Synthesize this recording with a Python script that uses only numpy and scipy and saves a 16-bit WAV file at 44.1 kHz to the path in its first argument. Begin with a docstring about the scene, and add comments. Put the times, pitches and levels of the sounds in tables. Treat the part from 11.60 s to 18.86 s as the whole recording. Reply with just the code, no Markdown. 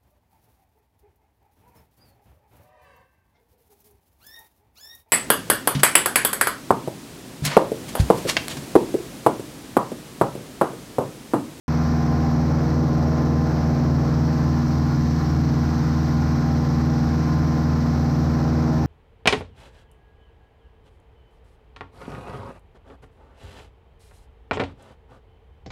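"""On still swamp water, a cruising airboat is heard from a seat on board.
A V8 drives a three-blade propeller through a reduction belt. Each radiates a harmonic series,
and neighbouring tones of the two series beat. Turbulent wash pulses with the blades, air and
spray hiss past, wind and hull rumble, and a compressor steadies the level of the roar."""
import sys
import numpy as np
from scipy import signal
from scipy.fft import rfft, irfft, next_fast_len
from scipy.io import wavfile
from scipy.ndimage import uniform_filter1d, minimum_filter1d

SR = 44100
rng = np.random.default_rng(int(sys.argv[2]) if len(sys.argv) > 2 else 0)


def generate_wav(signal):
    """Clip the signal to [-1, 1] and save it as 16-bit WAV at the path in sys.argv[1]."""
    frames = np.transpose(np.atleast_2d(signal))
    scaled = np.clip(frames, -1, 1) * 32767
    pcm = np.round(scaled).astype(np.int16)
    wavfile.write(sys.argv[1], SR, pcm)


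N = 320166

CYCLES_PER_TURN, BLADE_COUNT = 24 / 23, 3   # engine cycles (two crank turns each) per propeller turn
CHURN_HZ, CHURN_OCTAVES = 494, 0.57   # centre and width of the band where churn lifts the blade tones
USUAL_CHURN_DB = -34.5   # churn that neither lifts nor lowers any source
WASH_PER_CHURN, HISS_PER_CHURN = 1.35, -.22   # dB per dB: the wash swells as the hiss recedes

# Propeller speed, easing slightly twice: t/s, rotation rate/(turns/s)
SHAFT_SPEED = [(0.2, 26.511), (1.3, 26.513), (3.8, 26.384), (5.6, 26.484), (6.9, 26.403)]
# Churn of the air entering the propeller, as the strength of its low-middle roar: t/s, level/dB
INFLOW_CHURN = [(0.2, -35), (0.79, -32), (1.7, -31), (3.37, -38.5), (6.6, -35), (7.1, -32.5)]
# Blade tones: multiple of the blade passing frequency, relative level/dB
BLADE_HARMONICS = [(1, -26.5), (2, -25), (3, -26.5), (4, -35), (5, -50.5), (6, -42), (7, -46), (8, -45),
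                   (9, -46), (10, -44), (11, -51), (12, -54.5), (13, -45), (14, -55), (15, -56.5),
                   (16, -62), (17, -61.5), (18, -53), (21, -59), (22, -58), (25, -60.5), (28, -68)]
# Tones of slightly unequal blades: multiple of the shaft frequency, relative level/dB
SHAFT_HARMONICS = [(2, -55.7), (5, -52.9), (7, -43.8), (8, -47.0), (10, -49.0), (11, -53.3), (50, -56.6)]
# Envelope of the line spectrum of the blade tips: f/Hz, relative line level/dB
RASP_ENVELOPE = [(700, -57.5), (1200, -59.5), (1450, -61.5), (1900, -67), (2600, -72)]
# Exhaust tones: multiple of the engine cycle frequency, relative level/dB
EXHAUST_HARMONICS = [(2, -44.4), (3, -38.3), (4, -50.7), (5, -25.2), (6, -41.4), (8, -39.6), (10, -37.3),
                     (11, -38.7), (12, -45.0), (13, -46.3), (14, -55.5), (15, -51.1), (16, -49.7),
                     (18, -57.4), (21, -53.1), (24, -58.7), (27, -59.2), (28, -55.6), (29, -56.3),
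                     (31, -58.7), (32, -56.8), (38, -58.4)]
# Propeller wash: f/Hz, relative spectral density level/dB
WASH_SPECTRUM = [(100, -77), (330, -60.5), (480, -65.5), (600, -67.5), (780, -63.5), (920, -68),
                 (1100, -67.5), (1400, -71.5), (1800, -75), (2200, -81), (2800, -89), (4500, -103),
                 (9000, -130)]
# Wind and hull rumble: f/Hz, relative spectral density level/dB
RUMBLE_SPECTRUM = [(12, -78), (30, -66.5), (100, -61.5), (190, -54.5), (255, -53), (330, -65.5),
                   (480, -78.5), (1500, -135)]
# Air and spray hiss: f/Hz, relative spectral density level/dB
HISS_SPECTRUM = [(1500, -100), (3000, -88.5), (3550, -88), (4150, -81), (4600, -81.5), (5600, -79),
                 (6150, -84), (6900, -93), (7600, -95), (9300, -106), (11200, -116), (12100, -97),
                 (13000, -97), (15700, -108)]


def propeller(turns, churn_db, flutter, flutter_hz, scatter_cycles):
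    """Periodic pressure pulses, one per blade, form harmonics; gusty inflow shakes the high ones most."""
    passes = BLADE_COUNT * turns
    blade_hz = passes[-1] * SR / N
    out = np.zeros(N)
    for k, db in BLADE_HARMONICS:
        hz = k * blade_hz
        churn_weight = np.exp(-.5 * (np.log2(hz / CHURN_HZ) / CHURN_OCTAVES) ** 2)
        treble = hz ** 2 / (hz ** 2 + 450 ** 2)
        cycles = k * passes - .2 * (k % 2)   # odd tones lag, splitting each pulse in two
        cycles += scatter_cycles * treble * rng.standard_normal()   # reflections smear the high tones
        wave = wavering(flutter * np.sqrt(treble), flutter_hz) * np.exp(2j * np.pi * cycles)
        out += np.sqrt(2) * from_db(db + churn_weight * churn_db) * wave.real
    return out + sum(tone(k * turns + rng.random(), db) for k, db in SHAFT_HARMONICS)


def tip_rasp(turns, change_hz, size=4096):
    """Each tip tears the air its own way; repetition every turn gives a slowly changing line spectrum."""
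    hz, db = np.transpose(RASP_ENVELOPE)
    lines_hz = np.maximum(np.arange(size // 2 + 1) * turns[-1] * SR / N, 1)
    gain = from_db(np.interp(np.log(lines_hz), np.log(hz), db, left=-np.inf, right=-np.inf))
    out = np.zeros(N)
    for weight in (np.ones(N), drift(change_hz), drift(change_hz)):
        phasors = np.exp(2j * np.pi * rng.random(len(gain)))
        one_turn = irfft(gain * phasors, size) * size / np.sqrt(2)
        out += weight * np.interp(turns, np.arange(size) / size, one_turn, period=1)
    return out / np.sqrt(3)


def exhaust(cycles, jitter_s, uneven_db):
    """Uneven firing in each V8 bank sounds many harmonics of the cycle rate; no two cycles are alike."""
    cycle_hz = cycles[-1] * SR / N
    cycles = cycles + cycle_hz * jitter_s * drift(10)
    strength_db = uneven_db * drift(3.3)
    return sum(tone(k * cycles + rng.random(), db + strength_db) for k, db in EXHAUST_HARMONICS)


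def wash(turns, gust_db):
    """Turbulence shed by the blades radiates broadband noise that pulses as they pass."""
    return noise(WASH_SPECTRUM) * swish(turns, depth=0.14, second=0.14) * from_db(gust_db * drift(22))


def churned_air(air, gain_db, band_hz):
    """Churned inflow modulates the low-middle band of the noise."""
    band = signal.butter(2, band_hz, "band", fs=SR, output="sos")
    return air + signal.sosfiltfilt(band, air) * (from_db(gain_db) - 1)


def rumble():
    """Wind and hull give stationary noise with its power at low frequencies."""
    return noise(RUMBLE_SPECTRUM)


def hiss(turns, gain_db, flicker_db):
    """Rushing air and fine spray give high-frequency noise, weakly modulated by the blades."""
    chopped = noise(HISS_SPECTRUM) * swish(turns, depth=0.05, second=0.052)
    return chopped * from_db(gain_db + flicker_db * drift(40))


def swish(turns, depth, second):
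    """Amplitude modulation at the blade passing frequency and its second harmonic; mean power 1."""
    phase = 2 * np.pi * BLADE_COUNT * turns
    gain = 1 + depth * np.cos(phase) + second * np.cos(2 * phase)
    return gain / np.sqrt(np.mean(gain ** 2))


def wavering(shake, rate_hz):
    """A steady phasor plus a random one wanders in amplitude and phase; mean power 1."""
    shake = np.clip(shake, 0, .95)
    return np.sqrt(1 - shake ** 2) + shake * (drift(rate_hz) + 1j * drift(rate_hz)) / np.sqrt(2)


def drift(rate_hz, hop=100):
    """Low-pass filtering of white noise gives a slow fluctuation, scaled to unit variance."""
    pole = np.exp(-2 * np.pi * rate_hz * hop / SR)
    white = rng.standard_normal(N // hop + 1002)
    slow = signal.lfilter([1], [1, -2 * pole, pole * pole], white)[1000:]   # once the filter has settled
    return np.interp(np.arange(N) / hop, np.arange(len(slow)), (slow - slow.mean()) / slow.std())


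def noise(spectrum):
    """Spectral shaping gives white noise the listed power density."""
    hz, db = np.transpose(spectrum)
    size = next_fast_len(N)
    bins_hz = np.maximum(np.fft.rfftfreq(size, 1 / SR), 1)
    gain = from_db(np.interp(np.log(bins_hz), np.log(hz), db)) * np.sqrt(SR / 2)
    return irfft(rfft(rng.standard_normal(size)) * gain, size)[:N]


def tone(cycles, db):
    """Simple harmonic motion of given rms level, its phase counted in cycles."""
    return np.sqrt(2) * from_db(db) * np.sin(2 * np.pi * cycles)


def in_time(curve):
    """Linear interpolation gives a curve's value at every sample."""
    times, values = np.transpose(curve)
    return np.interp(np.arange(N) / SR, times, values)


def from_db(db):
    """Amplitude grows tenfold for every 20 dB."""
    return 10 ** (np.asarray(db) / 20)


def compress(x, share, target_db, window_s):
    """Compression pulls the running level partway to a target, so the beats pump everything slightly."""
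    power = uniform_filter1d(x ** 2, int(window_s * SR))
    power = uniform_filter1d(power, size=400)
    return x * from_db(share * (target_db - 10 * np.log10(power + 1e-9)))


def limit(x, knee, size=160):
    """Look-ahead limiting eases the gain down around peaks above the knee."""
    gain = np.sqrt(np.minimum(1, knee / (np.abs(x) + 1e-9)))
    held = minimum_filter1d(gain, 2 * size)
    return x * uniform_filter1d(uniform_filter1d(held, size), size)


def scene():
    """Superposition: propeller and engine follow one shaft speed, amid noise coloured by the churn."""
    speed = in_time(SHAFT_SPEED)
    turns = np.cumsum(speed) / SR + speed * .00004 * drift(7)   # the shaft never turns quite evenly
    churn_db = in_time(INFLOW_CHURN) - USUAL_CHURN_DB
    blades = from_db(1.1) * propeller(turns, churn_db, flutter=0.49, flutter_hz=4.1, scatter_cycles=0.34)
    engine = from_db(1.56) * exhaust(CYCLES_PER_TURN * turns, jitter_s=.00004, uneven_db=1.57)
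    air = wash(turns, gust_db=0.58) + rumble()
    roar = churned_air(air, WASH_PER_CHURN * churn_db, band_hz=(290, 800))
    spray = hiss(turns, gain_db=.5 + HISS_PER_CHURN * churn_db, flicker_db=0.16)
    return (blades + engine + roar + tip_rasp(turns, change_hz=1.6) + spray)[None]


def record(dry, start_s=.0802, cutoff_hz=15750):
    """Gain control narrows the dynamic range; the sound starts abruptly and a low-pass cuts the top."""
    compressed = compress(dry, share=0.28, target_db=-19, window_s=0.05)
    gated = limit(compressed, knee=0.22) * (np.arange(N) / SR >= start_s)
    return signal.sosfilt(signal.ellip(12, .1, 80, cutoff_hz, fs=SR, output="sos"), gated)


dry = scene()
out = record(dry)
generate_wav(out)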